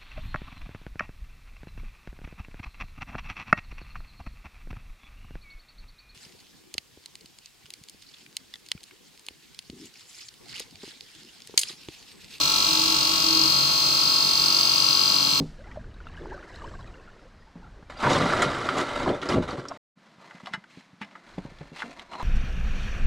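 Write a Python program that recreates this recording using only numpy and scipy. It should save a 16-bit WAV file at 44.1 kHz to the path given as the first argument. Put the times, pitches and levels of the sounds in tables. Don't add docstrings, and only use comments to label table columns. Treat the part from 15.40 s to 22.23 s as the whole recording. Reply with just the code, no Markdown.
import sys
import numpy as np
from scipy import signal
from scipy.fft import rfft, irfft
from scipy.io import wavfile
from scipy.ndimage import uniform_filter1d

SR = 44100
rng = np.random.default_rng(int(sys.argv[2]) if len(sys.argv) > 2 else 0)


def to_wav(s):
    ch = np.atleast_2d(s).T
    pcm = np.round(np.clip(ch, -1, 1) * 32767)
    wavfile.write(sys.argv[1], SR, pcm.astype(np.int16))


N = 301201
TIME = np.arange(N) / SR
RING_TIME = TIME[:SR // 4]

# start in seconds, level in dB, pitch in Hz, ring in seconds.
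GURGLES = [(.24, -45, 1950, .05), (0.313, -39, 1870, 0.049), (.345, -45, 1380, 0.026),
           (0.36, -34, 747, 0.028), (0.372, -26.5, 592, 0.053), (0.443, -38, 1510, 0.017),
           (0.603, -36, 1410, 0.028), (.669, -28, 1330, 0.018), (0.774, -38, 1590, 0.062),
           (.857, -24.5, 870, 0.012), (0.943, -31, 546, 0.05), (.909, -35, 1600, .04),
           (.977, -35, 1210, .03), (1.027, -36.5, 1420, 0.035), (1.095, -47, 1910, .04),
           (1.39, -39, 1044, .07), (1.219, -31.5, 1150, 0.035), (1.339, -31, 1100, 0.023),
           (1.676, -42.5, 1354, 0.069), (1.854, -44.5, 486, 0.075), (2.022, -50, 1830, 0.054)]
# start in seconds, peak in dB, first pitch in Hz,
# last pitch in Hz, length in seconds.
SWIRLS = [(0.169, -47, 420, 745, 0.074), (.258, -49, 700, 1000, 0.04), (0.259, -53, 1930, 2480, .03),
          (.308, -51, 2450, 2140, 0.021), (0.911, -36.5, 735, 1100, 0.03), (0.931, -42, 1610, 1450, 0.029),
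          (0.958, -46, 1590, 1390, 0.017), (1.232, -36, 820, 1190, .032), (2.06, -53.5, 840, 970, 0.035),
          (2.213, -51, 780, 990, 0.032), (2.231, -49, 1500, 1320, 0.028), (2.238, -53, 730, 920, 0.032),
          (2.257, -50.5, 1150, 1480, 0.025)]
# start in seconds, level in dB, pitch in Hz.
DROPS = [(.513, -50, 2880), (.541, -47, 3800), (.639, -50, 2900), (0.669, -40, 2720), (.675, -46, 3580),
         (.686, -44, 2720), (.768, -42, 2890), (.819, -47, 3420), (.887, -59, 2830), (.941, -50, 5300),
         (.949, -50, 4050), (.975, -54, 4020), (1.025, -48, 2930), (1.141, -46, 2950), (1.143, -43, 3800),
         (1.153, -45, 5200), (1.159, -36.5, 4080), (1.197, -49, 2830), (1.22, -43, 2880),
         (1.243, -40, 2980), (1.268, -47, 5230), (1.286, -44, 3030), (1.338, -54, 3950), (1.37, -52, 2850),
         (1.398, -50, 5060), (1.409, -44, 3890), (1.427, -46, 3230), (1.474, -43, 2450),
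         (1.476, -45.5, 3900), (1.541, -43, 2770), (1.598, -48, 2620)]
# time in seconds, relative level in dB.
RIPPLE = [(0, -62.5), (.33, -49.5), (.5, -59), (.75, -48.5), (1.25, -46), (1.8, -55.5), (2.05, -64),
          (2.25, -58), (2.48, -60)]
# start in seconds, hold in seconds, relative level in dB.
LAPS = [(0.37, .012, -55), (0.808, 0.061, -32.5), (0.895, 0.16, -47.5), (1.231, 0.036, -36.5),
        (1.31, 0.027, -62), (2.16, 0.027, -64)]
# start in seconds, hold in seconds, relative level in dB.
RUMBLES = [(0, 0.48, -35.5), (0.604, 0.34, -35.5), (1.186, 0.32, -37), (1.633, 0.081, -43),
           (1.883, 0.16, -44.5), (2.252, 0.11, -40.5), (2.526, 0.58, -42), (3.615, 0.048, -35),
           (3.997, 0.036, -35), (6.0, 0.23, -45), (6.45, 0.45, -58)]
# start in seconds, level in dB, pitch in Hz, treble cutoff in Hz,
# ring in seconds.
THUMPS = [(.001, -24, 276, 465, 0.15), (.004, -24.5, 156.4, 303, 0.27), (2.154, -39, 172, 900, 0.23),
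          (2.426, -46.5, 159, 1080, 0.012), (2.655, -23, 139, 250, 0.22), (2.715, -27, 139, 252, 0.16),
          (2.76, -26.5, 109, 250, 0.31), (2.821, -21, 175.5, 249, 0.33), (3.055, -29, 138, 250, 0.15),
          (3.94, -20, 154.3, 496, 0.13), (3.968, -21, 125, 550, 0.071), (3.997, -23.5, 169, 398, 0.11),
          (4.180, -31.5, 128.5, 497, 0.13), (5.612, -37.5, 204, 364, 0.13),
          (5.980, -28.5, 186.5, 770, 0.08), (6.051, -35.5, 150, 610, 0.052), (6.115, -47, 156, 600, 0.06),
          (6.209, -36.5, 152, 590, 0.074), (6.317, -41, 164, 804, 0.14), (6.436, -38.5, 165, 800, 0.23),
          (6.734, -47, 189, 700, 0.76)]
# start in seconds, level in dB.
BUMPS = [(4.569, -51.5), (4.781, -53), (4.945, -47), (5.032, -44.5), (5.109, -48), (5.139, -42),
         (5.175, -43.5), (5.372, -43.5), (5.531, -50.5)]
# multiple of its pitch, relative level in dB, share of the ring time.
FLOORBOARD = [(1, 13.5, 0.95), (1.43, 5, 0.94), (1.8, -27.5, 0.41), (2.359, -18, 0.34), (2.75, -0.5, 0.6),
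              (3.6, -27.5, 0.18)]
# time in seconds, relative grinding level in dB, weight on the keel in dB.
PUSH = [(2.555, -49.5, -1), (2.6, -35.5, -14), (2.64, -27, 0.5), (2.72, -26, 3.5), (2.83, -25.5, 1),
        (2.89, -26, -2.5), (3.03, -26, -1), (3.17, -31.5, -2.5), (3.3, -31, -2), (3.41, -29.5, 2.5),
        (3.48, -32.5, -5.5), (3.6, -30, -2.5), (3.72, -35, 10.5), (3.79, -42.5, -1), (3.85, -45, 5.5),
        (3.92, -38, 7), (4.06, -43.5, 5.5), (4.17, -45, 7.5), (4.24, -47.5, 5.5), (4.37, -47, -0.5)]
# start in seconds, hold in seconds, relative grinding level in dB,
# weight on the keel in dB.
LURCHES = [(2.5, 0.025, -43, -7.5), (2.696, 0.077, -25.5, -17), (3.021, 0.0033, -20, -24),
           (3.37, 0.041, -27, -6), (3.669, 0.028, -35.5, 14.5), (3.827, 0.0054, -31.5, -0.5),
           (3.858, .008, -33, 1.5), (3.89, 0.052, -27, 1), (3.959, 0.025, -40.5, 22),
           (4.025, .008, -37.5, -26), (4.081, 0.036, -35, -5), (4.133, 0.0043, -39.5, 9),
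           (4.173, 0.033, -40.5, -0.5)]
# pitch in Hz, relative level in dB, 60 dB decay in seconds.
HULL = [(142, -1, 0.21), (180, -5, 0.17), (252.5, 8, 0.074), (280, 1.5, 0.39), (367.8, 3, 0.072),
        (570, -4, 0.25), (614.7, -7, 0.18), (725, -17.5, 0.12), (912, 9.5, 0.091), (995, -3, 0.29),
        (1124, 0, 0.19), (1292, 1, 0.2), (1417, 5.5, 0.068), (1529, 1.5, 0.18), (1950, 6.5, .06),
        (2058, -6.5, 0.084), (3040, 14.5, 0.034), (3620, 1, 0.079), (3900, 7.5, 0.065)]
# time in seconds, pitch in Hz.
CONTACT = [(2.6, 1040), (2.73, 930), (2.886, 1250), (3.066, 1190), (3.316, 1380), (3.354, 1060),
           (3.476, 1310), (3.696, 1010), (3.754, 1265), (4.208, 1080), (4.262, 1320), (4.35, 943)]
# start in seconds, level in dB, pitch in Hz, ring in seconds.
SNAPS_AND_GROANS = [(2.499, -48, 1720, 0.12), (2.634, -17.5, 1106, 0.3), (2.670, -19, 966, 0.014),
                    (2.700, -30.5, 4130, 0.4), (2.703, -22.5, 720, 0.13), (2.734, -39, 5580, 0.04),
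                    (2.732, -32.5, 3800, .04), (2.759, -34, 1505, .015), (2.817, -37.5, 3850, .04),
                    (2.902, -25.5, 1450, .02), (2.935, -23, 1320, .022), (3.021, -32.5, 7100, 0.06),
                    (3.03, -21, 1340, 0.022), (3.289, -22, 1396, 0.031), (3.289, -33, 3126, 0.03),
                    (3.288, -47, 4700, .02), (3.37, -30.5, 740, 0.041), (3.382, -39.5, 7200, 0.05),
                    (3.384, -38, 3310, .02), (3.661, -31, 1010, 0.014), (3.676, -20.5, 624, 0.28),
                    (3.691, -38, 3160, 0.056), (3.817, -39, 3360, 0.13), (3.889, -34.5, 5040, 0.04),
                    (3.968, -23.5, 540, 0.047), (4.089, -39, 1330, 0.036), (4.108, -44, 4500, .04),
                    (4.111, -38.5, 1160, .05), (4.254, -39, 1330, 0.025), (4.285, -40, 5550, 0.043),
                    (4.308, -42, 1250, 0.023), (4.313, -35, 715, 0.06), (4.319, -39.5, 1077, 0.036)]
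# start in seconds, peak in dB, pitch in Hz, length in seconds.
SQUEAKS = [(2.567, -45, 4750, 0.022), (2.695, -30, 3945, .016), (2.725, -31, 6860, 0.012),
           (2.78, -37, 8100, 0.012), (2.96, -37.5, 2410, .018), (3.13, -43, 4950, 0.019),
           (3.721, -43.5, 3550, 0.039)]
# start in seconds, hold in seconds, relative level in dB,
# treble above body in dB, pitch in Hz.
SLIDES = [(4.66, 0.08, -62, -0.5, 1430), (4.834, 0.031, -51, -3, 1160), (4.876, 0.27, -54, -1, 2070),
          (5.328, 0.08, -68, 14.5, 4050), (5.678, 0.15, -58, -2.5, 2090), (5.877, 0.19, -54.5, 1, 1550),
          (6.044, 0.25, -57, 1.5, 1830), (6.387, 0.026, -49, 7, 2780), (6.448, 0.078, -50, 2, 690),
          (6.598, 0.013, -48, -1.5, 1145), (6.744, 0.011, -42.5, -4, 920), (6.745, 0.013, -50, -3, 4180),
          (6.803, .015, -49.5, -11, 4140), (6.813, 0.05, -39, -4.5, 944)]
# start in seconds, level in dB, treble cutoff in Hz, loss per bounce in dB,
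# pitch of the struck spot in Hz, damping time in seconds.
KNOCKS = [(4.909, -47.5, 2500, 3, 1370, 0.16), (4.951, -60, 6000, 20, 4200, .02),
          (4.981, -54, 2800, 20, 1900, 0.034), (5.001, -52, 2000, 15, 1400, 0.045),
          (5.059, -43, 4000, 28, 3400, 0.037), (5.070, -36.5, 3840, 13, 875, 0.63),
          (5.136, -30, 4160, 3.5, 1430, 0.29), (5.240, -50, 2300, 49, 1410, 0.052),
          (5.309, -64, 3500, 20, 2320, .03), (5.408, -55.5, 2500, 18, 1570, 0.033),
          (5.615, -36, 4130, 5, 1960, .5), (5.630, -44, 3600, 14, 2080, .1),
          (5.647, -51, 4500, 18, 2400, .05), (5.688, -60, 2500, 18, 1900, .04),
          (5.711, -56, 2600, 19, 2080, 0.046), (5.753, -44, 2120, 4, 1520, 0.13),
          (5.983, -51.5, 4500, 17, 2220, 0.062), (6.186, -55, 5000, 20, 4000, .05),
          (6.212, -54, 4000, 20, 2000, .1), (6.361, -46.5, 4180, 3, 2300, .03),
          (6.389, -47, 4200, -1.5, 2580, 0.045), (6.403, -40, 3600, 16, 2090, 0.046),
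          (6.420, -30, 2170, 10, 1380, 0.2), (6.595, -42.5, 4960, 8, 3240, .025),
          (6.734, -38, 2170, 6, 900, 0.17), (6.752, -38, 1380, 20, 920, 0.094),
          (6.798, -35.5, 1200, 3, 890, 0.11)]
# pitch in Hz, relative level in dB, 60 dB decay in seconds.
GUNWALE = [(658, -17, 0.34), (879, -0.5, 0.076), (1204, 1, 0.048), (1390, -0.5, 0.032), (1633, -9, 0.087),
           (2034, 4.5, 0.024), (2070, -10, 0.27), (2560, -5.5, 0.025), (2945, -3, 0.072), (3425, 3, 0.022),
           (3885, -4, 0.047), (4470, -7, 0.061), (5270, -6.5, 0.081)]
# start in seconds, hold in seconds, level in dB.
DRAGS = [(5.987, 0.1, -52.5), (6.218, .06, -57.5), (6.44, 0.053, -49.5)]
# frequency in Hz, relative level in dB.
AIR_COLOUR = [(70, -40.5), (130, -5.5), (200, 2), (420, -12.5), (1100, -8.5), (2050, -12.5), (2700, -17.5),
              (4200, -18.5), (7600, -30), (12800, -44.5), (15000, -66.5)]
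WATER_COLOUR = [(59, 10.5), (100, 2), (252, 0), (359, -8), (748, -15), (867, -16), (1700, -10),
                (2320, -21.5), (2920, -20.5), (3460, -25.5), (4000, -21.5), (7830, -32.5), (13200, -51.5),
                (15000, -74.5)]
HISS_COLOUR = [(2500, -30), (4200, 1.5), (5300, 1.5), (6300, -2.5), (7300, 3), (7900, 5.5), (8500, -10),
               (13000, -33)]
SPRAY_COLOUR = [(1180, -38), (2000, -3), (2270, -5), (4380, 0), (8530, -12), (13700, -28), (15000, -36)]
RUMBLE_COLOUR = [(8.8, -48), (15, 3), (42, 2), (139, -10.5), (172, -14), (210, -17), (250, -17),
                 (320, -35.5), (550, -120)]
BOOM_COLOUR = [(24, -46), (45, -20), (85, -1), (134, -3.5), (215, 0.5), (274, -0.5), (350, 7), (483, 2.5),
               (599, 5), (795, -10), (874, 0.5), (1000, -3), (1300, -32.5), (2200, -120)]
GRAVEL_COLOUR = [(290, -29), (500, 12.5), (611, 4.5), (791, -4.5), (875, -9), (1290, -1.5), (1790, -8),
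                 (2160, -6), (2680, -17.5), (3890, -17), (6160, -29), (6810, -27.5), (8570, -32),
                 (13600, -53.5), (15400, -62.5)]
RUB_COLOUR = [(180, 10.5), (300, -6.5), (480, -12.5), (650, -9), (820, -12.5), (980, -7.5), (1150, -8.5),
              (1400, -9), (2000, -3.5), (2900, -11.5), (4000, -11), (5000, -16), (8300, -24.5),
              (15000, -46)]

AIR_DB = -60
WASH_DB, WASH_FOLLOWS = -34, 0.49
LAP_ATTACK_S, LAP_RELEASE_S = 0.0049, 0.033
LAP_POCKET_HZ = 395
BUBBLE_RISE_PER_S = 4.8
DROP_RING_S, DROP_RISE = 0.02, 0.05
DROP_SPLASH_DB = -7
HISS_S, HISS_HOLD_S, HISS_DB = 1.2, 0.13, -70
SPRAY_DB, SPRAY_FADE_DB_PER_S = -55.5, 72
RUMBLE_ATTACK_S, RUMBLE_RELEASE_S, CALM_DB = 0.093, 0.084, -80
BUMP_PITCH_HZ, BUMP_BRIGHT_HZ, BUMP_RING_S = 185.4, 299, 0.072
BIRD_DB = -77.5
BOOM_DB, GRIT_DB = -2.5, -9.5
LURCH_ATTACK_S, LURCH_RELEASE_S = 0.0033, 0.019
WEIGHT_MUFFLES = 0.15
CONTACT_WIDTH_OCT, CONTACT_DB = 0.35, -5
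SMALL_SQUEAKS_DB, CRUNCH_DB, CHIPS_DB = -9.5, -5, -8
STONE_PING_DB, STONE_PING_S = 1, 0.036
SQUEAK_WAVER = 0.024
SLIDE_ATTACK_S, SLIDE_RELEASE_S = 0.043, 0.048
SING_DB, SING_WIDTH = -7.5, 1.043
CRACKLE_PER_S, CRACKLE_DB = 420, -7
BOUNCE_S = 0.0044
SPOT_DB, SPOT_WIDTH, SPOT_RING_S = -0.5, 1.266, 0.11
RATTLE_DB, RATTLE_S = -13, .17
TICK_DB, TICK_TOP_HZ = -19, 9000
STOP_S, RESUME_S = 4.374, 4.555
CUTOFF_HZ = 15400


def from_db(db):
    return 10 ** (np.asarray(db) / 20)


def rms_one(x):
    return x / np.sqrt(np.mean(x ** 2) + 1e-20)


def evened(x):
    return x / np.sqrt(np.maximum(uniform_filter1d(x ** 2, size=3000), 1e-20))


def cut(x, hz, kind, order=2):
    sos = signal.butter(order, np.clip(hz, 10, .45 * SR), kind, fs=SR, output="sos")
    return signal.sosfilt(sos, x + 1e-18)


def band(x, hz, width):
    width = max(width, 1.02)
    return cut(x, [hz / width, hz * width], "band")


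def colour(x, spectrum):
    size = 8192
    hz, db = np.transpose(spectrum)
    grid = np.maximum(np.arange(size // 2 + 1) * SR / size, 1)
    level_db = np.interp(np.log(grid), np.log(hz), db)
    cepstrum = irfft(np.log(from_db(level_db)))[:size // 2]
    cepstrum[1:] *= 2
    response = irfft(np.exp(rfft(cepstrum, size)))
    return signal.oaconvolve(x, response)[:N]


def noise(spectrum):
    return rms_one(colour(rng.standard_normal(N), spectrum))


def drift(rate):
    knots = rng.standard_normal(N // 20)
    return rms_one(np.interp(TIME * rate, np.arange(len(knots)), knots))


def gains(rows):
    s, *columns = np.transpose(rows)
    outside = np.maximum(s[0] - TIME, 0) + np.maximum(TIME - s[-1], 0)
    ends = np.exp(-(outside / 0.026) ** 2)
    return [from_db(np.interp(TIME, s, db)) * ends for db in columns]


def stroke(s, hold_s, attack_s, release_s):
    before = (np.maximum(s - TIME, 0) / attack_s) ** 2
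    after = np.maximum(TIME - s - hold_s, 0) / release_s
    return np.exp(-np.minimum(before + after, 20))


def fade(t60):
    return np.exp(-np.log(1000) * RING_TIME / t60)


def swell(rise_s):
    return 1 - np.exp(-RING_TIME / rise_s)


def add(out, s, sound):
    at = max(round(s * SR), 0)
    out[at:at + len(sound)] += sound[:max(N - at, 0)]


def at_level(blow, db):
    return from_db(db) * blow * np.sqrt(.012 * SR / np.sum(blow ** 2))


def struck(modes, spread_db):
    ring = 0
    for hz, db, t60 in modes:
        strength = from_db(db + spread_db * rng.standard_normal()) * rng.choice([-1, 1])
        ring = ring + strength * fade(t60) * np.sin(2 * np.pi * hz * RING_TIME)
    return ring


def splinter(t60):
    return rng.standard_normal(len(RING_TIME)) * fade(t60)


def contacts(per_s, spread_db, clump_db):
    out = np.zeros(N)
    at = np.flatnonzero(rng.random(N) < per_s / SR)
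    size, side = rng.exponential(1, N)[at], rng.random(N)[at]
    level_db = spread_db * np.minimum(size, 4) + clump_db * drift(90)[at]
    out[at] = from_db(level_db) * np.sign(side - .5)
    return out


def through_wood(modes, per_s, spread_db, clump_db, wander_db, modes_db, planks_db, planks_t60):
    out = 0
    for place in range(6):
        response = at_level(struck(modes, spread_db=0.5), modes_db) + at_level(splinter(planks_t60), planks_db)
        response[:1] += at_level(np.ones(1), 0)
        slips = contacts(per_s, spread_db, clump_db) * from_db(wander_db * drift(16))
        out = out + signal.oaconvolve(slips, response)[:N]
    return out


def power_one_over(span, x):
    return x / np.sqrt(np.sum(x ** 2) / (SR * (span[1] - span[0])))


def grain_cloud(span, low_hz, high_hz, t60_at_1k, spread_db, rise, count):
    out, t = np.zeros(N), RING_TIME[:SR // 16]
    for when, width, strength, bend in rng.random((count, 4)):
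        hz = low_hz * (high_hz / low_hz) ** width
        age = t * np.sqrt(hz / 1000) / t60_at_1k
        bent_time = t * (1 + rise * bend * np.minimum(age, 1))
        ring = np.sin(2 * np.pi * hz * bent_time) * np.exp(-np.log(1000) * age)
        add(out, span[0] + when * (span[1] - span[0]), from_db(spread_db * strength ** 3) * ring)
    return power_one_over(span, out)


def glide(first_hz, last_hz, length_s, waver):
    size = int(np.clip(length_s, .003, .2) * SR)
    chance = np.interp(RING_TIME[:size] * 700, np.arange(200), rng.standard_normal(200))
    pitch = np.geomspace(first_hz, last_hz, size) * (1 + waver * chance)
    return np.sin(2 * np.pi * np.cumsum(pitch) / SR) * np.hanning(size)


def air():
    return from_db(AIR_DB) * noise(AIR_COLOUR)


def bubble(hz, t60, rise):
    pitch = hz * (1 + rise * np.minimum(RING_TIME / t60, 1))
    return np.sin(2 * np.pi * np.cumsum(pitch) / SR) * fade(t60) * swell(0.0008)


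def wash_and_laps(flow, ripple):
    slosh = rms_one(cut(flow, [320, 620], "band", order=3)) * from_db(3.5 * drift(25.0))
    pocket = rms_one(band(flow, LAP_POCKET_HZ, 1.12))
    laps = sum(from_db(db) * stroke(s, hold_s, LAP_ATTACK_S, LAP_RELEASE_S) for s, hold_s, db in LAPS)
    wash = from_db(WASH_DB) * ripple ** WASH_FOLLOWS * slosh
    return wash + laps * (from_db(-18.5) * slosh + from_db(-16.5) * pocket)


def ripple_bubbles(flow):
    cloud = grain_cloud((0, 2.6), low_hz=573.4, high_hz=6800, t60_at_1k=0.044, spread_db=6.5, rise=0.16,
                        count=1500)
    cloud = evened(cut(colour(cloud, WATER_COLOUR), 280, "high"))
    fizz = rms_one(cut(flow, 1400, "high")) * from_db(2.0 * drift(70))
    return from_db(-4.0) * cloud + from_db(-13.0) * fizz


def water():
    ripple, = gains(RIPPLE)
    flow = noise(WATER_COLOUR)
    out = wash_and_laps(flow, ripple) + ripple * ripple_bubbles(flow)
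    for s, db, hz, t60 in GURGLES:
        splash = cut(splinter(t60), [hz, hz * 2], "band") * swell(0.0009)
        add(out, s, from_db(db) * (bubble(hz, t60, BUBBLE_RISE_PER_S * t60) + 0.48 * splash))
    for s, db, first_hz, last_hz, length_s in SWIRLS:
        add(out, s, from_db(db) * glide(first_hz, last_hz, length_s, waver=0.046))
    for s, db, hz in DROPS:
        splash = cut(splinter(0.023), [hz / 4.0, hz * 1.24], "band")
        add(out, s, from_db(db) * (bubble(hz, DROP_RING_S, DROP_RISE) + from_db(DROP_SPLASH_DB) * splash))
    bow_wave = stroke(HISS_S, HISS_HOLD_S, attack_s=0.12, release_s=0.23)
    hiss = from_db(HISS_DB) * bow_wave * noise(HISS_COLOUR)
    spray = from_db(SPRAY_DB - SPRAY_FADE_DB_PER_S * TIME) * noise(SPRAY_COLOUR)
    return out + hiss + spray


def low_rumbles():
    strength = from_db(CALM_DB)
    for s, hold_s, db in RUMBLES:
        strength = np.maximum(strength, from_db(db) * stroke(s, hold_s, RUMBLE_ATTACK_S, RUMBLE_RELEASE_S))
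    return from_db(-7.0) * strength * from_db(1.0 * drift(4.5)) * evened(noise(RUMBLE_COLOUR))


def thumps():
    out = np.zeros(N)
    bumps = [(s, db, BUMP_PITCH_HZ, BUMP_BRIGHT_HZ, BUMP_RING_S) for s, db in BUMPS]
    for s, db, pitch_hz, bright_hz, t60 in list(THUMPS) + bumps:
        modes = [(multiple * pitch_hz, level, share * t60) for multiple, level, share in FLOORBOARD]
        boom = struck(modes, spread_db=5.5)
        thud = cut(splinter(t60), [110, 900], "band")
        blow = (at_level(boom, 0) + at_level(thud, -4.5)) * swell(0.00059)
        add(out, s, at_level(cut(cut(blow, bright_hz, "low"), 92, "high"), db))
    return out


def far_bird():
    pitch = np.interp(TIME, [1.75, 1.87, 2.0, 2.1], [5220, 5150, 4970, 4950]) * (1 + 0.009 * drift(400))
    level, = gains([(1.78, BIRD_DB), (1.95, BIRD_DB - 2), (2.01, BIRD_DB + 4), (2.06, BIRD_DB + 3)])
    return level * from_db(3 * drift(110)) * np.sin(2 * np.pi * np.cumsum(pitch) / SR)


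def hull_effort():
    pushes = [gains(PUSH)]
    for s, hold_s, db, weight_db in LURCHES:
        level = from_db(db) * stroke(s, hold_s, LURCH_ATTACK_S, LURCH_RELEASE_S)
        pushes.append((level, from_db(weight_db)))
    boom = np.sqrt(sum((level * weight) ** 2 for level, weight in pushes))
    grind = np.sqrt(sum(level ** 2 for level, weight in pushes))
    grit = np.sqrt(sum((level * np.maximum(weight, .1) ** -WEIGHT_MUFFLES) ** 2 for level, weight in pushes))
    return from_db(BOOM_DB) * boom, grind, from_db(GRIT_DB) * grit


def contact_ring(x):
    centre = np.interp(TIME, *np.transpose(CONTACT))
    ring = 0
    for hz in np.geomspace(700, 2000, 9):
        nearness = np.exp(-(np.log2(hz / centre) / CONTACT_WIDTH_OCT) ** 2)
        ring = ring + band(x, hz, 1.07) * nearness
    return evened(ring)


def small_squeaks(span, low_hz, high_hz, count):
    out = np.zeros(N)
    for when, width, strength, length in rng.random((count, 4)):
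        hz = low_hz * (high_hz / low_hz) ** width
        note = glide(hz, hz, .004 + .014 * length, SQUEAK_WAVER) * (low_hz / hz) ** 1.5
        add(out, span[0] + when * (span[1] - span[0]), from_db(8 * strength ** 2) * note)
    return power_one_over(span, out)


def scrape():
    span = (2.3, 4.5)
    boom, grind, grit = hull_effort()
    slips = through_wood(HULL, per_s=280, spread_db=2.0, clump_db=1.13, wander_db=2.5, modes_db=-5.0,
                         planks_db=4.5, planks_t60=0.057)
    pebbles = grain_cloud(span, low_hz=582, high_hz=8150, t60_at_1k=0.15, spread_db=8.0, rise=0, count=700)
    stones = colour(rms_one(slips) + from_db(-13.5) * pebbles, GRAVEL_COLOUR)
    crunch = grain_cloud(span, low_hz=560, high_hz=1900, t60_at_1k=0.022, spread_db=13, rise=0, count=520)
    chips = grain_cloud(span, low_hz=2700, high_hz=5400, t60_at_1k=0.009, spread_db=12, rise=0, count=600)
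    squeal = small_squeaks(span, low_hz=2800, high_hz=8800, count=420)

    low = evened(cut(cut(colour(slips, BOOM_COLOUR), 595, "low", order=5), 60, "high"))
    mid = from_db(-1.0) * evened(cut(stones, [700, 2400], "band", order=4))
    mid = evened(mid + from_db(CONTACT_DB) * contact_ring(stones))
    mid = mid + from_db(CRUNCH_DB) * cut(crunch, 4000, "low")
    high = evened(cut(stones, 2730, "high", order=5))
    high = high + from_db(CHIPS_DB) * cut(chips, 8000, "low") + from_db(SMALL_SQUEAKS_DB) * squeal
    return boom * low + from_db(-3.0) * grind * mid + from_db(-2.0) * grit * high


def snaps_and_groans():
    out = np.zeros(N)
    for s, db, hz, t60 in SNAPS_AND_GROANS:
        burst = splinter(t60)
        crack = cut(burst, [hz / 1.215, hz * 1.04], "band", order=3) + 1.2 * band(burst, hz, 1.4)
        ping = np.sin(2 * np.pi * hz * RING_TIME) * fade(STONE_PING_S) * np.sqrt(STONE_PING_S / t60)
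        add(out, s, at_level(crack / np.abs(crack).max() + from_db(STONE_PING_DB) * ping, db))
    return cut(out, 11000, "low")


def squeaks():
    out = np.zeros(N)
    for s, db, hz, length_s in SQUEAKS:
        add(out, s, from_db(db) * glide(hz, hz, length_s, SQUEAK_WAVER))
    return out


def rubbing():
    slips = through_wood(GUNWALE, per_s=110, spread_db=0.5, clump_db=3.0, wander_db=2, modes_db=-17.5,
                         planks_db=4.5, planks_t60=0.061)
    slips = colour(slips, RUB_COLOUR)
    body = rustle = sing = 0
    for s, hold_s, db, treble_db, hz in SLIDES:
        slide = from_db(db) * stroke(s, hold_s, SLIDE_ATTACK_S, SLIDE_RELEASE_S)
        body = np.maximum(body, slide)
        rustle = np.maximum(rustle, from_db(treble_db) * slide)
        sing = sing + slide * evened(band(slips, hz, SING_WIDTH))
    low = evened(cut(slips, [300, 1150], "band", order=3))
    sand = contacts(CRACKLE_PER_S, spread_db=2.5, clump_db=2)
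    crackle = signal.oaconvolve(sand, splinter(.012))[:N]
    crackle = rms_one(cut(crackle, [1300, 4600], "band", order=4))
    high = evened(cut(slips, 1500, "high", order=3)) + from_db(CRACKLE_DB) * crackle
    return from_db(-2.0) * body * low + from_db(-5.0) * rustle * high + from_db(SING_DB) * sing


def knock_blow(bright_hz, spot_hz, damping_s):
    crack = at_level(cut(splinter(.05), [700, 7000], "band", order=1), -9)
    rattle = at_level(cut(splinter(RATTLE_S), [600, 4000], "band", order=1), RATTLE_DB)
    ring = at_level(struck(GUNWALE, spread_db=4.0), 0)
    spot = at_level(band(splinter(SPOT_RING_S), spot_hz, SPOT_WIDTH), SPOT_DB)
    blow = (ring + spot + crack + rattle) * swell(0.00018) * fade(damping_s)
    tick = cut(cut(splinter(0.067) * fade(damping_s), 2 * bright_hz, "low"), TICK_TOP_HZ, "low")
    return cut(blow, bright_hz, "low", order=3) + at_level(tick, TICK_DB)


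def knocks():
    out = np.zeros(N)
    for s, db, bright_hz, loss_db, spot_hz, damping_s in KNOCKS:
        for bounce in range(3):
            blow = knock_blow(bright_hz, spot_hz, damping_s)
            add(out, s + bounce * BOUNCE_S, at_level(blow, db - bounce * loss_db))
        scuff = cut(splinter(0.04), [700, min(bright_hz, 3500) + 700], "band", order=3)[::-1]
        add(out, s - RING_TIME[-1], at_level(scuff, db - 19))
    return out


def dragging():
    slips = through_wood(HULL, per_s=40, spread_db=4.0, clump_db=1.5, wander_db=3.5, modes_db=-3,
                         planks_db=-2, planks_t60=0.05)
    effort = sum(from_db(db) * stroke(s, hold_s, attack_s=.01, release_s=.03) for s, hold_s, db in DRAGS)
    return effort * evened(cut(slips, [110, 700], "band", order=3))


def scene():
    grinding = scrape() + snaps_and_groans() + squeaks()
    boat = knocks() + thumps() + rubbing() + dragging()
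    mid = grinding + boat + water() + low_rumbles() + far_bird() + air()
    scatter = splinter(0.035)
    scattered = signal.oaconvolve(grinding, scatter / np.linalg.norm(scatter))[:N]
    side = colour(scattered, [(40, -12.5), (150, -35.5), (600, -17.5), (4000, -25.0), (8000, -22.0),
                              (13000, -2.5)])
    lean = colour(grinding, [(150, -48.0), (600, -30), (2000, -26.0), (8000, -18.5)])
    return np.array([mid + side - lean, mid - side + lean])


def record(dry):
    running = np.where(TIME < STOP_S, 1, np.clip((TIME - RESUME_S) / 0.032, 0, 1))
    top_cut = signal.cheby2(14, 70, CUTOFF_HZ + 700, fs=SR, output="sos")
    return signal.sosfilt(top_cut, dry * running)


dry = scene()
out = record(dry)
to_wav(out)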